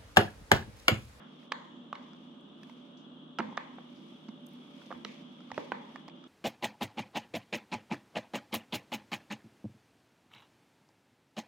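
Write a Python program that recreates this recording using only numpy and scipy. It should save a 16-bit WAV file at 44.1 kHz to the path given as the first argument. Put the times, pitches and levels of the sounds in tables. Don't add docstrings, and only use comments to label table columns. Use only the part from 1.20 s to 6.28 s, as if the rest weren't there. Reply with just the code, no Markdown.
import sys
import numpy as np
from scipy import signal
from scipy.fft import rfft, irfft
from scipy.io import wavfile

SR = 44100
rng = np.random.default_rng(int(sys.argv[2]) if len(sys.argv) > 2 else 0)


def rack_gain(trim_db):
    fader = np.asarray(trim_db, float)
    return 10 ** (fader / 20)


def wav_record(signal):
    frames = np.transpose(np.atleast_2d(signal))
    bounded = np.clip(frames, -1, 1)
    quanta = np.round(bounded * 32767).astype(np.int16)
    wavfile.write(sys.argv[1], SR, quanta)


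N = 223840

# start in seconds, peak in dB, body mode in Hz, crack relative to it in dB.
LID_TAPS = [(0.3207, -19.5, 1180, -32), (1.433, -46.5, 1740, 2), (2.1902, -21.5, 895, -14),
            (2.2035, -21.5, 960, -65), (2.3751, -19, 1190, -32), (2.5836, -37, 770, -50),
            (3.617, -45.5, 970, -30), (3.8493, -32, 1297, -43), (4.378, -19.5, 605, -23),
            (4.5194, -19, 1023, -28), (4.7587, -34, 1180, -13)]
# start in seconds, peak in dB, body mode in Hz, crack relative to it in dB.
TUB_TAPS = [(0.3186, -28.5, 1070, -13), (1.4961, -43, 950, -9), (2.1865, -23, 1325, -23),
            (2.1933, -32.5, 437, -14), (2.196, -27, 950, -25), (2.2002, -25, 785, -52),
            (2.372, -36.5, 1570, 0), (3.0844, -49, 1300, -2), (3.0887, -44.5, 960, -3),
            (3.705, -32, 503, -35), (3.7149, -29, 727, -39), (4.3161, -29, 850, -9),
            (4.3442, -42.5, 2540, -17), (4.8807, -40.5, 1020, -3), (4.885, -39, 860, -9)]
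# start in seconds, peak in dB, body mode in Hz, relative crack in dB.
LATCH_SNAPS = [
    (.229, -56, 1910, -20),
    (0.321, -25.5, 2423, -12),
    (.7538, -38.5, 2210, -20),
    (3.8486, -29.5, 3000, -25),
    (4.378, -33.5, 1900, -37),
    (4.897, -50, 2420, -25),
]
# start in seconds, peak in dB, body mode in Hz.
HELD_TAPS = [
    (0.7283, -21.5, 1160),
    (0.755, -39, 1110),
    (.88, -45, 980),
    (2.326, -36, 905),
    (3.711, -33.5, 1180),
    (3.7253, -29, 1200),
    (3.8514, -31.5, 432),
    (4.304, -38, 1190),
    (4.5215, -26, 780),
    (4.5481, -39, 1040),
]
# start in seconds, peak in dB.
NAIL_CLICKS = [
    (.279, -59),
    (0.7475, -51),
    (0.9337, -51.5),
    (2.433, -59),
    (4.2053, -49.5),
    (5.04, -46.5),
]
# multiple of the body mode (ratio), level relative to it in dB.
LID_RIM = [(1.48, -2.5), (2.95, -14.5)]
TUB_RIM = [(2.23, -7)]
LATCH_RIM = [(1.33, -0.5), (1.82, -6)]
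HELD_RIM = [(2.53, -20.5)]
NAIL_RIM = [(3.9, -14)]
# start in seconds, peak in dB, hollow in Hz, t60 in seconds.
THUMPS = [(2.191, -25.5, 204.4, 0.11), (2.196, -18.5, 358, 0.024), (2.21, -27, 230, 0.079),
          (2.25, -35, 217.5, 0.19), (2.284, -30, 233, 0.062), (2.325, -32, 248, .033),
          (3.086, -33, 218.6, 0.13), (3.74, -52.5, 88, .3), (3.761, -42, 247.6, 0.3),
          (3.851, -40.5, 204.5, 0.28), (4.316, -42.5, 113, 0.1), (4.377, -35, 289, 0.094),
          (4.4, -49, 403, .2), (4.519, -37.5, 206, 0.15)]
# start in seconds, peak in dB, pitch in Hz.
TICKS = [(.322, -48, 11900), (1.2093, -67, 9050), (1.434, -58, 13000), (1.498, -64, 11000),
         (1.53, -68, 10500), (2.187, -51, 11500), (2.376, -63, 12000), (2.556, -68, 10000),
         (3.265, -47.5, 12400), (3.2663, -53, 15000), (3.2675, -47, 7800), (3.288, -53, 13500),
         (3.3349, -56, 13000), (3.6627, -52, 5530), (3.8492, -51, 12000), (4.13, -61, 11000),
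         (4.88, -61, 11100)]
# start in seconds, peak in dB, pitch in Hz.
SLIDES = [
    (1.7715, -59.5, 5400),
    (2.76, -60, 4900),
    (3.272, -68, 13500),
    (3.875, -59, 5760),
    (3.88, -49, 2420),
]
# time at its height in seconds, spread in seconds, level in dB.
BRUSHES = [
    (.23, 0.027, -76),
    (1.15, 0.15, -88),
    (1.47, 0.064, -71),
    (2.92, 0.19, -71),
    (3.65, 0.19, -67),
    (4.14, 0.042, -93),
    (4.45, 0.19, -74.5),
    (4.74, 0.07, -70.5),
]
# start in seconds, level in dB.
SETTLING = [
    (0, -71.5),
    (.36, -69.5),
    (.755, -69),
    (1.56, -75.5),
    (2.2, -67),
    (2.4, -83),
    (3.855, -63),
    (4.35, -65.5),
    (4.95, -73),
]
# frequency in Hz, density in dB per Hz.
RUSTLE_COLOUR = [(1200, -14), (2200, 17), (4500, 8), (6000, 4.5), (7500, -11), (10000, -44)]
# frequency in Hz, density in dB per Hz.
SHEEN_COLOUR = [(6000, -13), (9000, -6), (13000, -13.5), (16000, -16)]
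# frequency in Hz, t60 in seconds.
ROOM_T60 = [(200, 0.61), (1000, 0.77), (4000, 0.69), (10000, 1)]
# peak in dB, low edge in Hz, high edge in Hz, t60 in seconds.
EARLIER_KNOCK = (-46.5, 502, 1781, 0.5)
# frequency in Hz, density in dB per Hz.
AIR = [(20, -14.5), (50, -21), (110, -29), (140, -21), (200, -5.5), (300, -9.5), (400, -18.5), (800, -24.5),
       (1250, -24.5), (1700, -33.5), (2300, -48), (4500, -63), (7500, -56.5), (16000, -79)]
# centre in Hz, width in Hz, density in dB per Hz.
DUCT = [(161, 7.7, -17.5), (190.5, 10, -5), (244.6, 18.1, 2), (275.3, 11, -4.5), (341.6, 4.9, -3.5),
        (579, 7.6, -7.5), (1190, 135, -26.5), (2900, 420, -27), (3288, 570, -22.5), (3630, 380, -29),
        (5770, 950, -50.5), (9700, 360, -63)]
# centre in Hz, width in Hz, height over the air noise in dB.
WHINE = [(2930, 30, 4), (3110, 40, 3), (3360, 55, 6.5), (3570, 40, 3)]
# frequency in Hz, left-right likeness (ratio).
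LIKENESS = [(60, 0.77), (130, 0.98), (290, 0.91), (640, 0.36), (1410, -0.0), (3100, 0.19), (6820, 0.0),
            (15000, 0)]
# frequency in Hz, left minus right in dB.
LEAN = [(60, 3), (240, -2), (950, -1.5), (3770, 1.5), (15000, -7)]

RING_T60_S, RING_SLOPE = 0.014, 0.35
CRACK_LOW_HZ, CRACK_HIGH_HZ, CRACK_T60_S = 3000, 5920, 0.011
SPLASH_DB, SPLASH_T60_S = -7, 0.031
HELD_CRACK_DB = -41
NAIL_HZ, NAIL_CRACK_DB = 1300, -5
TICK_T60_S, SLIDE_T60_S = 0.008, 0.32
SETTLE_RISE_S, SETTLE_DB_PER_S = 0.005, 36.5
REST_DB = -92
BRUSH_SHEEN_DB, SETTLE_SHEEN_DB, REST_SHEEN_DB = -7.5, -17, 1.5
HANDS_PAN_DB, HANDS_LAG_S = -4.5, 0.00004
PULSE_DB = -21.5
ROOM_DB, MODES_TO_ROOM_DB = -35, -18
FIRST_WALL_S, EARLY_T60_S, EARLY_DB, WALL_CUT_HZ = 0.0097, 0.2, -2.5, 3640
HUM_DB, MOTOR_HZ, MOTOR_DB = -51, 157, -63
BASS_CUT_HZ, TOP_CUT_HZ = 119, 15700


def taps():
    near, far = np.zeros((2, N)), np.zeros(N)
    for s, db, body_hz, crack_db, rim_ratios in contacts():
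        rise_cycles = 0.15 - crack_db / 80
        rim = [(body_hz * times, rim_db) for times, rim_db in rim_ratios]

        for hz, level_db in [(body_hz, 0), (body_hz * 0.751, -11), *rim]:
            t60 = RING_T60_S * (hz / 1000) ** -RING_SLOPE
            add(near, s, rack_gain(db + level_db) * ring(hz, t60, rise_cycles, 1.172))
        snap = crack(CRACK_LOW_HZ, CRACK_HIGH_HZ, CRACK_T60_S, 0.51)
        add(near, s, rack_gain(db + crack_db) * snap)
        rim_hz, rim_db = rim[0]
        splash = crack(body_hz * 0.24, rim_hz * 1.34, SPLASH_T60_S, 0.79)
        add(near, s, rack_gain(db + SPLASH_DB + rim_db / 2) * splash)

        add(far, s, rack_gain(db) * knock(body_hz * 0.5, body_hz * 1.265))
        for hz, level_db in rim:
            add(far, s, rack_gain(db + level_db) * knock(hz * 0.52, hz * 1.45))
        add(far, s, rack_gain(db + crack_db - 7) * knock(CRACK_LOW_HZ, CRACK_HIGH_HZ))
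    return near, far


def contacts():
    lid = [(*row, LID_RIM) for row in LID_TAPS]
    tub = [(*row, TUB_RIM) for row in TUB_TAPS]
    latch = [(*row, LATCH_RIM) for row in LATCH_SNAPS]
    held = [(*row, HELD_CRACK_DB, HELD_RIM) for row in HELD_TAPS]
    nails = [(*row, NAIL_HZ, NAIL_CRACK_DB, NAIL_RIM) for row in NAIL_CLICKS]
    return lid + tub + latch + held + nails


def ring(hz, t60, rise_cycles, bend):
    t = np.arange(round(t60 * SR)) / SR
    decay = rack_gain(-60 * (t / t60) ** bend)
    build = 1 - np.exp(-(t * hz / rise_cycles) ** 2)
    return np.sin(2 * np.pi * hz * t) * decay * build


def crack(low_hz, high_hz, t60, alike):
    t = np.arange(9000) / SR
    shared, left, right = rng.standard_normal((3, len(t)))
    noise = alike * shared + (1 - alike) * np.array([left, right])
    spit = band(noise * rack_gain(-60 * t / t60), low_hz, high_hz, order=3)
    return spit / np.abs(spit).max()


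def knock(low_hz, high_hz):
    impulse = 1.0 * (np.arange(600) == 0)
    pulse = band(impulse, low_hz, high_hz, order=2)
    return pulse / np.abs(pulse).max()


def thumps():
    out = np.zeros(N)
    for s, db, hz, t60 in THUMPS:
        add(out, s, rack_gain(db) * ring(hz, t60, 0.63, 0.94))
    return out


def ticks():
    out = np.zeros((2, N))
    for rows, t60 in [(TICKS, TICK_T60_S), (SLIDES, SLIDE_T60_S)]:
        for s, db, hz in rows:
            add(out, s, rack_gain(db) * crack(hz * 0.7, hz * 1.21, t60, 0.39))
    return out


def rustle():
    t = np.arange(N) / SR
    brushing = sum(rack_gain(db) * np.exp(-0.5 * ((t - s) / spread) ** 2) for s, spread, db in BRUSHES)
    settling = 0
    for s, db in SETTLING:
        age = np.maximum(t - s, 0)
        settling = settling + rack_gain(db - SETTLE_DB_PER_S * age) * (1 - np.exp(-age / SETTLE_RISE_S))

    unevenness_db = 1.2 * drift(150) + 1.7 * drift(6.6)
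    grains = rng.standard_normal((2, N)) * rack_gain(unevenness_db)
    dull = coloured(grains, rack_gain(at_hz(RUSTLE_COLOUR, bins(N))))
    sheen = coloured(grains, rack_gain(at_hz(SHEEN_COLOUR, bins(N))))
    body = brushing + settling + rack_gain(REST_DB)
    shine = rack_gain(BRUSH_SHEEN_DB) * brushing + rack_gain(SETTLE_SHEEN_DB) * settling + rack_gain(REST_DB + REST_SHEEN_DB)
    return rack_gain(1.0) * (body * dull + rack_gain(-6.5) * shine * sheen)


def room(x):
    t = np.arange(SR) / SR
    white, echo = rng.standard_normal((2, SR)), 0
    after = np.maximum(t - FIRST_WALL_S, 0)
    early = rack_gain(EARLY_DB - 60 * after / EARLY_T60_S)
    for low_hz in 88 * 2.0 ** np.arange(8):
        late = rack_gain(-60 * after / at_hz(ROOM_T60, low_hz * np.sqrt(2)))
        echo = echo + band(white, low_hz, 2 * low_hz, order=2) * (late + early)
    echo = echo * (1 - np.exp(-after / 0.0041))
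    soft_goods = signal.butter(2, WALL_CUT_HZ, fs=SR, output="sos")
    echo = signal.sosfilt(soft_goods, echo)
    return signal.fftconvolve(echo, x[None], axes=1)[:, :N]


def fan():
    hz = bins(N)
    power = rack_gain(at_hz(AIR, hz)) ** 2
    power = power + resonances(DUCT, hz)
    power = power * (1 + resonances(WHINE, hz))

    alike = np.clip(at_hz(LIKENESS, hz), 0, 1)
    lean = rack_gain(at_hz(LEAN, hz) / 2)
    mid, side = rfft(rng.standard_normal((2, N)))
    mid = np.sqrt(1 + alike) * mid
    side = np.sqrt(1 - alike) * side
    ports = np.array([(mid + side) * lean, (mid - side) / lean])
    hum = irfft(np.sqrt(power) * ports, N)

    turning = 2 * np.pi * np.cumsum(MOTOR_HZ + 0.83 * drift(4.3)) / SR
    motor = rack_gain(MOTOR_DB + 1.3 * drift(4.65)) * np.sqrt(2) * np.sin(turning)
    return rack_gain(HUM_DB + 0.3 * drift(3.7)) * rms_one(hum) + motor


def resonances(rows, hz):
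    total = 0
    for centre_hz, width_hz, db in rows:
        detune = (hz - centre_hz) / (width_hz / 2)
        total = total + rack_gain(db) ** 2 / (1 + detune ** 2) ** 2
    return total


def band(x, low_hz, high_hz, order):
    edges = [low_hz, min(high_hz, 0.45 * SR)]
    return signal.sosfilt(signal.butter(order, edges, "band", fs=SR, output="sos"), x)


def at_hz(points, hz):
    points_hz, values = np.transpose(points)
    return np.interp(np.log(hz), np.log(points_hz), values)


def rms_one(x):
    return x / np.sqrt(np.mean(x ** 2))


def bins(size):
    return np.maximum(np.arange(size // 2 + 1) * SR / size, 1)


def drift(rate_hz):
    knots = rng.standard_normal(N // 100)
    return rms_one(np.interp(np.arange(N) * rate_hz / SR, np.arange(len(knots)), knots))


def coloured(white, gain):
    return rms_one(irfft(rfft(white) * gain, N))


def add(out, s, sound):
    at = round(s * SR)
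    out[..., at:at + sound.shape[-1]] += sound[..., :N - at]


def scene():
    near, far = taps()
    others = thumps() + ticks()
    sent = far + rack_gain(MODES_TO_ROOM_DB) * near[1] + rack_gain(-4) * others[1]
    hands = near + rack_gain(PULSE_DB) * far + others
    hands[0] = np.interp(np.arange(N) - HANDS_LAG_S * SR, np.arange(N), hands[0])
    pan = rack_gain(np.array([[0.5], [-0.5]]) * HANDS_PAN_DB)
    out = hands * pan + rack_gain(ROOM_DB) * room(sent)
    db, low_hz, high_hz, t60 = EARLIER_KNOCK
    add(out, 0, rack_gain(db) * crack(low_hz, high_hz, t60, 0.13))
    return out + rustle() + fan()


def band_limit(x):
    return signal.sosfilt(signal.butter(12, 16470, fs=SR, output="sos"), x)


def record(dry):
    bass_cut = signal.butter(2, BASS_CUT_HZ, "high", fs=SR, output="sos")
    top_cut = signal.cheby2(10, 40, TOP_CUT_HZ + 500, fs=SR, output="sos")
    heard = signal.sosfilt(top_cut, signal.sosfilt(bass_cut, dry))
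    return band_limit(heard)


dry = scene()
out = record(dry)
wav_record(out)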